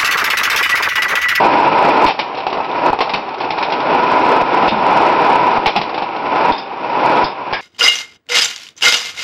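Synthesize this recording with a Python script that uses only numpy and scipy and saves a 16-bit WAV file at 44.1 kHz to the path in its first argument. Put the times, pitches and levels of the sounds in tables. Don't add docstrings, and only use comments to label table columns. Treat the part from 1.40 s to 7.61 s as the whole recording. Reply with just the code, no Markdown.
import sys
import numpy as np
from scipy import signal
from scipy.fft import rfft, irfft, next_fast_len
from scipy.io import wavfile
from scipy.ndimage import map_coordinates

SR = 44100
rng = np.random.default_rng(int(sys.argv[2]) if len(sys.argv) > 2 else 0)


def master_out(mix):
    frames = np.transpose(np.atleast_2d(mix))
    ceiling = np.clip(frames, -1, 1)
    pcm = np.round(ceiling * 32767).astype(np.int16)
    wavfile.write(sys.argv[1], SR, pcm)


N = 273861


def amp(db):
    return 10 ** (np.asarray(db) / 20)


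def unit(x):
    return x / np.sqrt(np.mean(x ** 2) + 1e-20)


def along(points, hz):
    freqs, values = np.transpose(points)
    return np.interp(np.log(hz + 1), np.log(freqs + 1), values)


def wobble(rate):
    knots = rng.standard_normal(int(N * rate / SR) + 4)
    return map_coordinates(knots, [np.arange(N) * rate / SR])


def add(track, start, sound):
    part = track[max(round(start * SR), 0):][:len(sound)]
    part += sound[:len(part)]


def coloured(x, spectrum, peaks=()):
    size = 2 * next_fast_len(len(x) // 2 + 4096)
    hz = np.fft.rfftfreq(size, 1 / SR)
    boost_db = sum(lift / (1 + (2 * (hz - centre) / width) ** 2) for centre, width, lift in peaks)
    cepstrum = irfft(np.log(amp(along(spectrum, hz) + boost_db)))
    cepstrum[1:size // 2] *= 2
    cepstrum[size // 2 + 1:] = 0
    return irfft(rfft(x, size) * np.exp(rfft(cepstrum)))[:len(x)]


def slips(rate, spread_db):
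    clicks = (rng.random(N) < rate / SR) * rng.choice([-1, 1], N)
    return unit(clicks * amp(spread_db * rng.standard_normal(N)))


def struck(blows, modes, focus_db, attack_s, flutter):
    track, t = np.zeros(N), np.arange(SR // 3) / SR
    for start, db, centre_hz in blows:
        for hz, mode_db, t60 in modes:
            strength_db = db + mode_db - focus_db * abs(np.log2(hz / centre_hz)) + rng.normal(0, 2.2)
            envelope = amp(strength_db - 60 * t / t60) * (1 - np.exp(-t / attack_s))
            drift = flutter * np.cumsum(rng.standard_normal(len(t))) / np.sqrt(SR)
            add(track, start, envelope * np.sin(2 * np.pi * hz * t + drift))
    return track


# (frequency [Hz], t60 [s])
ROOM_DECAY = [(200, 0.092), (1000, 0.27), (5000, 0.34)]
def workshop(send):
    hz, t, noise = signal.stft(rng.standard_normal(SR // 2), SR, nperseg=256)
    tail = signal.istft(noise * amp(-60 * t / along(ROOM_DECAY, hz)[:, None]), SR, nperseg=256)[1]
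    return signal.fftconvolve(np.pad(send, (SR // 125, 0)), tail / np.linalg.norm(tail))[:N]


# (frequency [Hz], relative level [dB])
RUMBLE_EQ = [(25, -35.5), (80, -19), (200, -18), (380, -4), (600, -1.5), (820, 1.5), (1050, 3.5),
             (1300, -8), (1900, -15.5), (2500, -3.5), (3300, -17.5), (3800, -20.5), (5400, -27.5)]
def belt_rumble():
    running = rng.standard_normal(N) + 0.63 * slips(rate=320, spread_db=4.5)
    return amp(-31.5 + 0.62 * wobble(12)) * unit(coloured(running, RUMBLE_EQ))


# (frequency [Hz], rms level [dB])
MOTOR_TONES = [(120, -58.5), (196, -52.5), (392, -46.5), (786, -37), (1120, -44.5)]
def motor_hum():
    hum, t = np.zeros(N), np.arange(N) / SR
    for hz, db in MOTOR_TONES:
        gain = amp(db + 2.4 * wobble(5)) * np.sqrt(2)
        hum += gain * np.sin(2 * np.pi * hz * t + 0.81 * wobble(13))
    return hum


# (time [s], relative level [dB], centre of the blow [Hz])
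BIN_HITS = [(1.745, -26, 197), (3.315, -14, 242), (3.36, -25, 175), (4.36, -16.5, 189)]
# (frequency [Hz], relative level [dB], t60 [s])
BIN_MODES = [(167, -5, 0.22), (210, 1.5, 0.36), (226, -3.5, 0.057)]
def bin_thuds():
    return amp(-1) * struck(BIN_HITS, BIN_MODES, focus_db=12, attack_s=0.004, flutter=12)


# (time [s], relative level [dB], centre of the blow [Hz])
CLANK_HITS = [(3.288, -23, 3570), (5.121, -21.5, 3580), (5.179, -25.5, 3770), (5.842, -20, 5330),
              (6.132, -16.5, 2100)]
# (frequency [Hz], relative level [dB], t60 [s])
METAL_MODES = [(1707, -2, .25), (1670, -1.5, 0.56), (2240, 0, 0.19), (2720, -11, 0.53), (3320, 0, 0.11),
               (3600, -1.5, 0.24), (3640, -5.5, 0.26), (4180, -7, 0.086), (4640, -1.5, 0.13),
               (5000, -9.5, .12), (5040, -0.5, 0.14), (5800, -6, 0.035)]
def clanks():
    return amp(-2) * struck(CLANK_HITS, METAL_MODES, focus_db=9, attack_s=0.001, flutter=30)


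# (time [s], relative body level [dB], relative crackle level [dB], contact length [s])
HARD_KNOCKS = [(0.663, -12.5, -19, 0.046), (0.791, -13, -17, 0.012), (0.947, -22, -33, 0.006),
               (0.972, -21, -28.5, 0.019), (1.067, -7, -21, 0.0024), (1.128, -11.5, -26, 0.008),
               (1.171, -13.5, -35, 0.012), (1.203, -11.5, -38, 0.002), (1.531, -4.5, -37, 0.0028),
               (1.589, -11.5, -24, 0.0052), (1.606, -8.5, -17.5, 0.014), (1.694, -18, -23.5, 0.011),
               (1.736, -12, -17, 0.014), (2.003, -16.5, -27, 0.016), (2.105, -16, -19, 0.0058),
               (2.184, -15.5, -23, 0.006), (2.227, -18, -20, 0.013), (2.322, -14.5, -20, 0.0093),
               (3.281, -22, -21, 0.014), (4.259, -10, -15.5, 0.026), (4.361, -10, -16.5, 0.014),
               (4.415, -16.5, -19.5, 0.0048), (4.542, -20.5, -26.5, 0.0067), (4.578, -13, -24.5, 0.0069),
               (4.621, -13, -27, 0.0035), (5.313, -23, -50, 0.0021), (6.127, -12, -25, 0.0086)]
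# (start [s], end [s], relative brushing level [dB])
TUMBLES = [(0.791, 1.04, -24.5), (1.101, 1.334, -21.5), (1.639, 2.0, -24.5), (2.018, 2.42, -21),
           (4.29, 4.72, -23)]
def hops(rebound_s=0.016, rebound_db=-9, taps_per_s=12, tap_length_s=0.007):
    cues = list(HARD_KNOCKS)
    for start, body_db, crackle_db, length in HARD_KNOCKS:
        cues.append((start + rebound_s, body_db + rebound_db, crackle_db + rebound_db, length))
    for start, end, db in TUMBLES:
        for slot in np.arange(start, end, 1 / taps_per_s):
            body_db, crackle_db = db + 1.5 * rng.standard_normal(2) + [3, -7.5]
            cues.append((slot + rng.random() / taps_per_s, body_db, crackle_db, tap_length_s))
    return cues


def contact(length, t60, snap, spectrum):
    t = np.arange(SR // 6) / SR
    fade_db = -3 * np.minimum(t / length, 1) - 60 * np.maximum(t - length, 0) / t60
    buckles = rng.choice([-1, 1], len(t)) * amp(0.95 * rng.standard_normal(len(t)) + fade_db)
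    force = buckles / np.linalg.norm(buckles)
    force[0] += snap / (1 + (length / 0.0047) ** 2)
    sound = coloured(force, spectrum)
    return sound / np.linalg.norm(sound) * np.sqrt((length + 0.0025) * SR)


# (frequency [Hz], relative level [dB])
HOLLOW_EQ = [(30, -32), (150, -24.5), (400, -8), (620, -11), (780, 1), (880, 1.5), (980, -10.5), (1100, -6),
             (1500, -25.5), (2000, -25.5), (2550, -29.5), (3200, -48), (5000, -47)]
# (frequency [Hz], relative level [dB])
CRACKLE_EQ = [(300, -22), (1200, -6), (1800, -6), (2300, -1), (2700, 0), (3200, -5.5), (3700, -5),
              (4400, -8.5), (5500, -12), (6200, -19), (7500, -50)]
def clatter():
    body, crackle = np.zeros(N), np.zeros(N)
    for start, body_db, crackle_db, length in hops():
        add(body, start, amp(body_db) * contact(length, t60=0.03, snap=3, spectrum=HOLLOW_EQ))
        add(crackle, start, amp(crackle_db) * contact(length, t60=0.055, snap=0.2, spectrum=CRACKLE_EQ))
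    return amp(-3.5) * body, amp(0.15) * crackle


# (frequency [Hz], relative level [dB], t60 [s])
HOLLOW_MODES = [(837, -1, 0.07), (2600, -13, 0.07)]
def hollow_pops():
    blows = [(start, body_db, HOLLOW_MODES[0][0]) for start, body_db, _, _ in HARD_KNOCKS]
    return struck(blows, HOLLOW_MODES, focus_db=0, attack_s=0.0018, flutter=26)


# (snatch time [s], lead-in [s], swell [dB/s],
# relative grip ceiling [dB], relative thump level [dB])
SNATCHES = [(0.657, 1.2, 38, -10, -18), (1.504, 0.39, 42, -12.5, -23), (3.024, 1.077, 24.5, -11, -24),
            (3.284, 0.55, 35.5, -10.5, -24), (4.182, 1.165, 34.5, -11, -22),
            (4.269, 0.48, 38, -16.5, -16.5), (5.116, 0.51, 39.5, -10.5, -20),
            (5.84, 0.54, 43.5, -11, -19.5), (6.129, 0.16, 42, -19.5, -24)]
def grip(touch_db=-27.5, drop_db=6, release_db_per_s=112.5, tumble_fade_db_per_s=202):
    t = np.arange(N) / SR
    envelopes = []
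    for snatch, lead_in, swell, ceiling_db, _ in SNATCHES:
        held_s = np.minimum(t, snatch) - snatch + lead_in
        bite_db = np.minimum(touch_db + swell * held_s, ceiling_db)
        release_db = (t > snatch) * (drop_db + release_db_per_s * (t - snatch))
        envelopes.append(bite_db - release_db)
    for start, end, db in TUMBLES:
        envelopes.append(db - tumble_fade_db_per_s * np.abs(t - np.clip(t, start, end)))
    return np.max(envelopes, axis=0) + 0.5 * wobble(8)


def thumps():
    track, t = np.zeros(N), np.arange(SR // 8) / SR
    fast = t / 0.00088
    slow = fast / 5
    push = fast * np.exp(1 - fast) - 0.38 * slow * np.exp(1 - slow)
    for snatch, _, _, _, db in SNATCHES:
        add(track, snatch - 0.002, amp(db + 2.5) * push)
    return track


# (frequency [Hz], relative level [dB])
RUBBER_EQ = [(25, -27.5), (85, -27.5), (135, -8), (200, -9.5), (290, -1), (720, -1.5), (1030, -4),
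             (1170, -11), (1500, -10), (1900, -13.5), (2450, -8.5), (3200, -20), (4200, -24.5), (5400, -27)]
# (frequency [Hz], width [Hz], boost [dB])
TUBE_PEAKS = [(128, 20, -1.5), (335, 23, 0.5), (637, 90, 3), (810, 37, 4.5), (905, 67, 7), (984.3, 98, 11),
              (1289.6, 34, 12.5), (1423, 100, 7.5), (3490, 40, 5.5)]
def scrub(howl_hz=985):
    t = np.arange(N) / SR
    grip_db = grip()
    friction = 0.56 * slips(rate=2500, spread_db=0.27) + 0.88 * rng.standard_normal(N)
    roar = unit(coloured(friction * amp(1.25 * wobble(70)), RUBBER_EQ, TUBE_PEAKS))
    bounces = slips(rate=1500, spread_db=1) * amp(3.4 * wobble(40))
    chatter = unit(coloured(bounces, HOLLOW_EQ))
    waver, throb_db = 2.2 * wobble(26), 3.2 * wobble(22)
    howl = amp(1.29 * grip_db + throb_db) * np.sin(2 * np.pi * howl_hz * t + waver)
    return amp(grip_db) * (amp(-1.02) * roar + amp(-8) * chatter) + amp(-5.5) * howl


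def scene():
    body, crackle = clatter()
    hollow = body + hollow_pops()
    metal = crackle + clanks()
    thuds = bin_thuds()
    room = workshop(amp(-6.5) * hollow + amp(-8.5) * metal)
    bed = room + belt_rumble() + motor_hum()
    return (bed + thuds + metal + hollow + thumps() + scrub())[None]


# (frequency [Hz], gain [dB])
MIC_EQ = [(5200, 0), (5600, -4), (5900, -12), (6150, -25), (6400, -50), (6800, -85)]
def record(dry):
    ceiling, knee_hardness, top_hz = 0.72, 26, 15800
    size = next_fast_len(N + SR // 2)
    hz = np.fft.rfftfreq(size, 1 / SR)
    dull = irfft(rfft(dry, size) * amp(along(MIC_EQ, hz)), size)
    clipped = dull / (1 + np.abs(dull / ceiling) ** knee_hardness) ** (1 / knee_hardness)
    return irfft(rfft(clipped) * (hz < top_hz), size)[:, :N]


dry = scene()
out = record(dry)
master_out(out)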